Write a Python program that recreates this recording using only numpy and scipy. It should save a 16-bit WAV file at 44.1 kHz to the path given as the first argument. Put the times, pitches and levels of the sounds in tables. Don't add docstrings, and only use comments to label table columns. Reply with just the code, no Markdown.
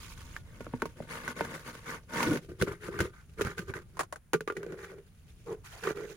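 import sys
import numpy as np
from scipy import signal
from scipy.fft import rfft, irfft, next_fast_len
from scipy.io import wavfile
from scipy.ndimage import uniform_filter1d

SR = 44100
rng = np.random.default_rng(int(sys.argv[2]) if len(sys.argv) > 2 else 0)


def log_audio(samples):
    frames = np.atleast_2d(samples).T
    limited = np.clip(frames, -1, 1)
    pcm = np.round(limited * 32767).astype(np.int16)
    wavfile.write(sys.argv[1], SR, pcm)


N = 271656
TIME = np.arange(N) / SR
RING_TIME = TIME[:SR // 4]

# pitch_hz, level_db, t60_s
CLOSED_MODES = [(87.5, -14, 0.075), (163, -1.5, 0.073), (244.7, -1.5, 0.1), (302.3, -6, 0.14),
                (380, -2.5, 0.029), (455.2, -1, 0.083), (571, -3, 0.017), (929, -4, 0.097),
                (1080, -3.5, 0.025), (1150, -3, 0.052), (1444, -3.5, 0.11), (1516, 0, 0.03),
                (1786, -5, 0.073), (2100, -1.5, 0.017)]
OPEN_MODES = [(91, 0.5, 0.038), (113.6, -4.5, 0.058), (169, 0, 0.074), (351, 2, 0.093), (394.6, -1, 0.091),
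              (464, -1.5, 0.05), (838, -9, 0.02), (1011, -28, 0.03), (1206, -5, 0.18), (1440, 0, 0.025),
              (1533, -0.5, .065), (1694, -6, 0.028), (1826, -13, 0.056), (2104, -12, .04),
              (2140, -19, 0.062)]
GRIPPED_MODES = [(165.5, 6.5, 0.13), (384, 0.5, 0.056), (424.8, 1, 0.099), (459.3, -0.5, 0.092),
                 (837, -7, 0.024), (990, -23, 0.021), (1180, -8.5, 0.12), (1417, -5.5, 0.062),
                 (1510, 0.5, 0.033), (1660, -5.5, 0.026), (1930, -6.5, .03), (2350, -4, 0.024)]
# start_s, modes
STATES = [(0, CLOSED_MODES), (2.42, OPEN_MODES), (4.25, GRIPPED_MODES)]
# low_hz, high_hz, dense_t60_s, dense_over_modes_db
PARTS = [(118.4, 254, 0.087, -6), (295.4, 562, 0.066, -11), (900, 2570, 0.061, -7.5),
         (2400, 15500, 0.084, 0)]
# freq_hz, level_db
GRIT_COLOUR = [(1300, -19.5), (2100, -0.5), (2700, 1.5), (4000, -2), (6000, -3.5), (9000, -8), (12000, -5),
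               (15500, -8.5)]
# time_s, left_over_right_db
HAND_PAN = [(0, -1.5), (1.2, 2), (2.2, 0), (2.8, 2.5), (3.05, 1), (3.5, -1), (3.8, -0.5), (4.7, 0.5),
            (5.5, 0), (6.16, -3.5)]
# time_s, slips_per_s, level_db
LID_SLIPS = [(2.25, 200, -49), (2.275, 330, -33), (2.30, 354, -37.5), (2.316, 268, -23), (2.338, 340, -34),
             (2.36, 330, -44), (2.40, 390, -74)]


def from_db(db):
    return 10 ** (np.asarray(db) / 20)


def unit_rms(x):
    return x / np.sqrt(np.mean(x ** 2) + 1e-20)


def unit_hit(x):
    return unit_rms(x) * np.sqrt(SR / 50 / x.shape[-1])


def evened(x):
    return x / np.sqrt(np.abs(uniform_filter1d(np.mean(x ** 2, axis=0), size=1000)) + 1e-9)


def in_time(rows):
    times_s, *columns = np.transpose(rows)
    return [np.interp(TIME, times_s, column) for column in columns]


def bucket_state():
    return np.searchsorted([start_s for start_s, _ in STATES], TIME, side="right") - 1


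def add(out, start_s, sound):
    at = max(int(start_s * SR), 0)
    out[:, at:at + sound.shape[-1]] += sound[..., :max(N - at, 0)]


def panned(x, pan_db):
    return x * from_db(np.array([[1], [-1]]) * pan_db / 2)


def band(x, low_hz, high_hz, order=2):
    sos = signal.butter(order, [low_hz, min(high_hz, .45 * SR)], "band", fs=SR, output="sos")
    return signal.sosfilt(sos, x + 1e-18)


def lowpass(x, cutoff_hz):
    return signal.sosfilt(signal.butter(2, cutoff_hz, fs=SR, output="sos"), x)


def coloured(x, colour):
    size = next_fast_len(x.shape[-1])
    hz, db = np.transpose(colour)
    gain = from_db(np.interp(np.log(np.fft.rfftfreq(size, 1 / SR) + 1), np.log(hz), db))
    return irfft(rfft(x, size) * gain, size)[..., :x.shape[-1]]


def fade(t60_s):
    return from_db(-60 * RING_TIME / t60_s)


def stroke(start_s, rise_s, length_s, sag_db_per_s=18, release_db_per_s=365):
    t = np.maximum(TIME - start_s, 0)
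    swell = np.minimum(t / rise_s, 1) ** 1.67
    return swell * from_db(-sag_db_per_s * t - release_db_per_s * np.clip(t - length_s, 0, .5))


def drift(rate_hz):
    knots = rng.standard_normal(N // 8)
    return unit_rms(np.interp(TIME * rate_hz, np.arange(len(knots)), knots))


def noise(size, correlation=0.):
    mid, side = rng.standard_normal((2, size))
    side = side * np.array([[1], [-1]])
    return unit_rms(np.sqrt(1 + correlation) * mid + np.sqrt(1 - correlation) * side)


def shore(level_db=-68):
    colour = [(100, 19), (400, 4), (800, 2), (1600, 6.5), (3500, -3), (7000, -4.5), (10000, 1.5),
              (15500, 0)]
    return from_db(level_db) * unit_rms(coloured(noise(N, 0.2), colour))


def breeze():
    gusts = [(0, -49.5), (.55, -49), (.95, -53.5), (1.9, -55.5), (3.2, -55.5), (3.9, -52.5), (4.25, -60.5),
             (5.2, -56.5), (5.55, -52.5), (6.16, -57)]
    colour = [(20, -8), (40, 2.5), (80, 2), (150, -1.5), (220, -13), (400, -23), (900, -33), (3000, -92.5)]   # freq_hz, level_db
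    level_db, = in_time(gusts)
    return from_db(level_db) * unit_rms(coloured(noise(N, 0.86), colour))


def sand_scuffs(half_width_hz=0.71 * 300, sink_octaves_per_s=1.47):
    slides = [(5.461, 0.012, 0.065, 1007, -48.5), (5.632, 0.012, 0.017, 1103, -58),
              (5.712, .03, 0.064, 763, -52.5), (5.822, 0.017, 0.076, 900, -49.5)]
    hump = unit_rms(lowpass(noise(N, 0.6), half_width_hz))
    carriers = 0
    for start_s, rise_s, length_s, hz, db in slides:
        centre_hz = hz * 2 ** (-sink_octaves_per_s * np.maximum(TIME - start_s, 0))
        phase = 2 * np.pi * np.cumsum(centre_hz) / SR
        carriers += from_db(db) * stroke(start_s, rise_s, length_s) * np.cos(phase)
    return np.sqrt(2) * hump * carriers


def water_drops(t60_cycles=40, chirp=1.4, slap_db=-11, spray_db=-18):
    drops = [(3.9694, 1010, -39), (3.9923, 1084, -22), (3.9995, 1840, -28), (4.0062, 1150, -22.5),
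             (4.0321, 1030, -36), (4.1249, 1080, -31.5), (4.1253, 581, -36), (4.1587, 1510, -38.5)]
    out, t = np.zeros((2, N)), RING_TIME
    for start_s, hz, db in drops:
        phase = 2 * np.pi * hz * t * (1 + chirp * t)
        bubble = np.sin(phase) * fade(t60_cycles / hz) * np.minimum(t * hz, 1)
        slap = unit_hit(band(noise(len(t), 0.13) * fade(0.059), 323, 1750, order=3))
        spray = unit_hit(band(noise(len(t)) * fade(0.063), 3300, 11000, order=1))
        add(out, start_s, from_db(db) * (bubble + from_db(slap_db) * slap + from_db(spray_db) * spray))
    return out


def lid_flex(level_db=-34):
    shudder = evened(band(noise(N, 0.91), 68, 190, order=4))
    return from_db(level_db) * stroke(LID_SLIPS[0][0], rise_s=0.015, length_s=0.075) * shudder


def lid_judder(wobble=0.049, flutter_db=1.0, wall_hz=1457, width_hz=30, wall_db=-11):
    slips_per_s, db = in_time(LID_SLIPS)
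    phase = 2 * np.pi * np.cumsum(slips_per_s * (1 + wobble * drift(120))) / SR
    wall = unit_rms(band(rng.standard_normal(N), wall_hz - width_hz / 2, wall_hz + width_hz / 2))
    sliding = (TIME > LID_SLIPS[0][0]) & (TIME < LID_SLIPS[-1][0])
    gain = sliding * from_db(db - flutter_db * drift(110))
    return gain * (np.sqrt(2) * np.sin(phase) + from_db(wall_db) * wall)


def sand_grains(per_s, size_db, clump_db, correlation):
    slips = rng.random(N) < per_s / SR
    sizes = from_db(size_db * np.minimum(rng.exponential(1, N), 4))
    return unit_rms(slips * sizes * from_db(clump_db * drift(170)) * noise(N, correlation))


def shell_ticks(per_s, low_hz, high_hz, t60_s, size_db, skew_hz_per_rad):
    start, pitch, size, side, lean = rng.random((int(per_s * N / SR), 5)).T[..., None]
    t = RING_TIME[:SR // 50]
    hz = low_hz + (high_hz - low_hz) * pitch
    envelopes = from_db(size_db * np.minimum(-np.log(1 - size), 3.5) - 60 * t / t60_s)
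    at = ((start * N).astype(int) + np.arange(len(t))).ravel()
    skew_rad = (2 * side - 1) * hz / skew_hz_per_rad
    channels = []
    for sign in (1, -1):
        ticks = envelopes * (1 + sign * (lean - .5)) * np.sin(2 * np.pi * hz * t + sign * skew_rad)
        channels.append(np.bincount(at, ticks.ravel(), N)[:N])
    return unit_rms(np.array(channels))


def bucket_ring(modes, part, spot_hz=None, vary_db=4.5, spot_db=9, spot_width_hz=170):
    out = np.zeros((2, len(RING_TIME)))
    for hz, db, t60_s in modes:
        if np.searchsorted([270, 700], hz) == part:
            boost_db = spot_db * np.exp(-((hz - spot_hz) / spot_width_hz) ** 2) if spot_hz else 0
            skew_rad = rng.choice([-1, 1]) * hz / 1300 / 2 * np.array([[1], [-1]])
            envelope = fade(t60_s) * np.minimum(RING_TIME * hz, 1)
            swing = unit_hit(np.sin(2 * np.pi * hz * RING_TIME + skew_rad) * envelope)
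            out += from_db(db + boost_db + vary_db * rng.normal()) * rng.choice([-1, 1]) * swing
    return unit_hit(out)


def stroke_drive(waver_db=2.37, still_from_s=4.06, still_to_s=4.55):
    # start_s, rise_s, length_s, cavity_db, walls_db, grit_db
    strokes = [(0.0, 0.0033, .13, -66, -56.5, -50.5), (0.135, .04, 0.24, -63, -55, -52),
               (0.383, 0.16, 0.52, -59, -56.5, -58), (0.95, .035, 0.11, -53.5, -57, -59),
               (1.06, 0.064, 0.13, -46.5, -40, -44.5), (1.2, 0.042, .11, -50, -44.5, -49),
               (1.333, 0.033, .23, -46.5, -44, -49), (1.531, 0.011, 0.31, -57, -52, -53),
               (1.63, 0.039, 0.065, -52.5, -47, -51), (1.84, 0.062, 0.097, -43.5, -36, -42.5),
               (1.96, .03, 0.15, -68, -79, -69.5), (2.073, 0.1, 0.18, -36, -31, -37),
               (2.238, 0.023, 0.12, -37, -42.5, -44.5), (2.402, 0.019, 0.047, -53.5, -66, -58.5),
               (2.482, 0.01, 0.038, -41.5, -56.5, -59.5), (2.58, 0.026, 0.047, -45.5, -49, -48.5),
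               (2.655, 0.028, 0.064, -39, -42.5, -50.5), (2.791, 0.06, 0.083, -42.5, -42.5, -46.5),
               (2.897, 0.044, 0.1, -40.5, -44, -53.5), (2.965, 0.045, 0.083, -33, -41, -45),
               (3.108, 0.032, 0.088, -80, -57, -65.5), (3.368, 0.031, 0.028, -36.5, -40, -49.5),
               (3.428, 0.021, 0.08, -42.5, -40, -48), (3.563, 0.014, .055, -45.5, -53, -53.5),
               (3.668, 0.018, 0.04, -42, -46, -54), (3.73, 0.028, 0.039, -43, -43.5, -53),
               (3.91, 0.047, 0.12, -57.5, -62, -65), (4.544, 0.033, 0.21, -39.5, -54.5, -64),
               (4.742, 0.067, 0.17, -49, -51, -57.5), (4.893, 0.02, 0.097, -49, -65.5, -84),
               (5.008, 0.52, 0.49, -70, -74, -56.5), (5.445, 0.075, 0.085, -33.5, -53, -54.5),
               (5.631, 0.018, 0.22, -73, -53.5, -51.5), (5.82, 0.019, 0.087, -38, -40, -46.5),
               (5.939, 0.021, 0.11, -39, -49, -55), (6.045, 0.039, 0.084, -48.5, -56, -54)]
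    trickle_db = [-79.5, -79, -72]
    base_over_cavity_db = [-0.5, -3.5, -12]   # closed_db, open_db, gripped_db
    envelopes = np.array([stroke(*row[:3]) for row in strokes])
    handled = (TIME < still_from_s) | (TIME > still_to_s)
    power = from_db(np.array(strokes)[:, 3:]).T ** 2 @ envelopes ** 2
    power += handled * from_db(trickle_db)[:, None] ** 2
    cavity_db, walls_db, grit_db = 10 * np.log10(power + 1e-12) + waver_db * drift(51)
    base_db = cavity_db + np.take(base_over_cavity_db, bucket_state())
    return np.array([base_db, cavity_db, walls_db, grit_db])


def hollow_note(cavity_db, offset_db=-1.5, width_hz=36):
    pitch_curves = [
        [(2.46, 359.3), (2.842, 418), (2.872, 377), (2.972, 395), (3.07, 385.3)],
        [(3.38, 436.5), (3.45, 408), (3.748, 377), (3.79, 401)],
        [(4.56, 381.4), (4.608, 403.1), (4.754, 373), (4.788, 404), (5.02, 407)],
        [(5.46, 443.7), (5.512, 450.3), (5.56, 410)],
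        [(5.83, 446.2), (6.12, 413)],
    ]
    hz, = in_time(np.concatenate(pitch_curves))
    swing = lowpass(rng.standard_normal((2, N)), width_hz / 2)
    phase = 2 * np.pi * np.cumsum(hz) / SR
    note = evened(unit_rms(swing[:1] * np.cos(phase) + swing[1:] * np.sin(phase)))
    lid_off = bucket_state() > 0
    return panned(lid_off * from_db(cavity_db + offset_db) * note, in_time(HAND_PAN)[0])


def rubbing(base_db, cavity_db, walls_db, grit_db):
    cavity_share_db = [0, -4.5, -4.5]   # closed_db, open_db, gripped_db
    state = bucket_state()
    body_db = [base_db, cavity_db + np.take(cavity_share_db, state), walls_db]
    force = sand_grains(per_s=12000, size_db=2.0, clump_db=4.0, correlation=0.94)
    sand = sand_grains(per_s=18000, size_db=0.5, clump_db=-0.6, correlation=0)
    shells = shell_ticks(2800, 1900, 15500, t60_s=0.015, size_db=2.3, skew_hz_per_rad=1500)
    out = from_db(grit_db) * evened(coloured(sand + shells, GRIT_COLOUR))
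    wall_ticks = shell_ticks(700, 950, 2314, t60_s=0.014, size_db=3.5, skew_hz_per_rad=1240)
    dense = [band(force, low_hz, high_hz, order=3) for low_hz, high_hz, _, _ in PARTS[:2]]
    dense.append(band(wall_ticks, 780, 2610))
    for part, (db, dense_db) in enumerate(zip(body_db, [-9, -8, -1.5])):
        modal = 0
        for k, (_, modes) in enumerate(STATES):
            response = bucket_ring(modes, part, vary_db=0.5)
            modal += signal.oaconvolve(force * (state == k), response, axes=1)[:, :N]
        out += from_db(db) * evened(unit_rms(modal) + from_db(dense_db) * unit_rms(dense[part]))
    return panned(out, in_time(HAND_PAN)[0])


def grain_catches(drive_db, per_s=15, offset_db=-6, spread_db=2, crack_db=1, low_hz=1150, high_hz=1760):
    when, size, pitch, chance = rng.random((160, 4)).T
    at = (when * N).astype(int)
    levels_db = drive_db[:, at] + offset_db + spread_db * np.minimum(-np.log(1 - size), 2)
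    spot_hz = low_hz + (high_hz - low_hz) * pitch
    rows = np.column_stack([at / SR, levels_db.T, spot_hz, np.full(len(at), crack_db)])
    return rows[chance < per_s * N / SR / len(at)].tolist()


def knocks(catches, jolt_db=-13, spot_db=-3, snap_db=-2, crush_s=0.0008, pan_offset_db=-1.3):
    # start_s, base_db, cavity_db, walls_db, grit_db, spot_hz, crack_db
    contacts = [(0.3646, -69, -80, -41, -54.5, 1660, 10), (0.6063, -44.5, -43.5, -50, -56, 1440, -21),
                (0.6664, -49, -44, -49.5, -80, 1320, 13), (0.7368, -32.5, -39.5, -42, -81, 900, 7.5),
                (0.82, -53, -41, -33.5, -45, 1430, 10), (0.8233, -37.5, -33, -37, -60, 900, 1),
                (0.855, -45, -39.5, -41.5, -49, 905, -10), (1.003, -41.5, -40, -58, -78, 920, 0),
                (1.2778, -46, -47, -34.5, -45, 1510, -1), (1.4082, -43.5, -32, -32.5, -48.5, 950, 1.5),
                (2.205, -58, -50, -31.5, -46, 1050, 4), (2.229, -45, -55, -31.5, -36, 1050, -2),
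                (2.372, -43, -58, -43.5, -46.5, 1470, -3), (2.613, -27.5, -37, -34.5, -40, 2100, -11),
                (2.6225, -28.5, -25.5, -33, -35.5, 1510, 5.5), (2.6726, -41, -39.5, -46, -65, 1120, 12),
                (2.884, -42, -37, -48.5, -67, 1450, 9), (2.9894, -55, -61, -35, -45, 1490, -6),
                (3.0038, -29.5, -31.5, -31, -35.5, 1640, -21), (3.4098, -60, -30.5, -35, -41.5, 1400, -2),
                (3.417, -41, -34, -38, -39.5, 1630, 3), (3.4483, -34.5, -44, -42, -47.5, 1500, 2),
                (3.4707, -38.5, -56, -37, -51, 1530, 0), (3.5801, -59, -46, -39.5, -45.5, 1530, -14),
                (3.591, -38.5, -49, -41, -47.5, 1520, 6), (3.694, -38.5, -47, -50, -63, 1500, -4),
                (3.7379, -55, -65, -39.5, -54.5, 1549, -3), (4.3328, -37, -31, -32, -34, 1150, 0.5),
                (4.3387, -35.5, -23, -29.5, -51, 1410, -3.5), (4.346, -36.5, -30.5, -38.5, -58, 1510, -9),
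                (4.407, -48, -40, -42, -49.5, 1590, 7), (4.4759, -53, -35.5, -35, -48, 1230, -6),
                (4.5001, -62, -34.5, -35, -56, 1253, -5), (4.522, -67, -44, -53, -59, 1187, 2),
                (4.5673, -41.5, -50, -43.5, -50.5, 1920, -5), (4.63, -57, -44, -47, -56.5, 1560, -1),
                (4.6634, -51, -39, -56, -61.5, 1440, -5), (4.7219, -46, -46.5, -51.5, -58.5, 1508, -3),
                (5.8362, -47.5, -45, -40, -46.5, 1440, -20), (5.8722, -55, -29.5, -33.5, -57, 1260, 3),
                (5.906, -48, -38, -59, -69, 1420, 28)]
    out, size = np.zeros((2, N)), len(RING_TIME)
    impulse = signal.unit_impulse(size)
    jolts = [unit_hit(band(impulse, low_hz, high_hz, order=3)) for low_hz, high_hz, _, _ in PARTS[:2]]
    for start_s, *body_db, grit_db, spot_hz, crack_db in contacts + catches:
        modes = [modes for from_s, modes in STATES if from_s <= start_s][-1]
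        spot = unit_hit(band(np.sin(2 * np.pi * spot_hz * RING_TIME) * fade(0.011), 590, 3600, order=1))
        cracks = [from_db(jolt_db) * jolt for jolt in jolts] + [from_db(spot_db) * spot]
        sound = 0
        for part, (db, crack) in enumerate(zip(body_db, cracks)):
            low_hz, high_hz, t60_s, dense_db = PARTS[part]
            dense = unit_hit(band(noise(size, 0.35) * fade(t60_s), low_hz, high_hz, order=3))
            ring = bucket_ring(modes, part, spot_hz) + from_db(dense_db) * dense
            sound += from_db(db) * unit_hit(ring + from_db(crack_db) * crack)
        snap = from_db(crack_db + snap_db) * unit_hit(fade(0.01))
        rattle = unit_hit(fade(PARTS[-1][2]))
        envelope = (snap + rattle) * np.minimum(RING_TIME / crush_s, 1)
        sound += from_db(grit_db) * unit_hit(coloured(noise(size), GRIT_COLOUR) * envelope)
        pan_db = pan_offset_db + np.interp(start_s, *np.transpose(HAND_PAN))
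        add(out, start_s, panned(sound, pan_db))
    return out


def scene():
    drive_db = stroke_drive()
    rubbed = rubbing(*drive_db) + hollow_note(cavity_db=drive_db[1])
    handling = rubbed + lid_judder() + lid_flex() + water_drops() + sand_scuffs()
    background = breeze() + shore()
    return background + handling + knocks(grain_catches(drive_db))


def channel_colour(x, resonances):
    for hz, width_hz, db in resonances:
        middle = -2 * np.cos(2 * np.pi * hz / SR)
        alpha, gain = np.tan(np.pi * width_hz / SR), from_db(db / 2)
        numerator = [1 + alpha * gain, middle, 1 - alpha * gain]
        denominator = [1 + alpha / gain, middle, 1 - alpha / gain]
        x = signal.lfilter(numerator, denominator, x)
    return x


def record(dry, cutoff_hz=15900):
    # centre_hz, width_hz, gain_db
    left_colour = [(6680, 1920, -16), (9660, 2260, 14), (13230, 7700, -9)]
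    right_colour = [(6910, 2230, 10), (10600, 2140, -31.5), (12570, 1500, 3.5)]
    stereo = np.array([channel_colour(dry[0], left_colour), channel_colour(dry[1], right_colour)])
    return signal.sosfilt(signal.ellip(10, .2, 80, cutoff_hz, fs=SR, output="sos"), stereo)


dry = scene()
out = record(dry)
log_audio(out)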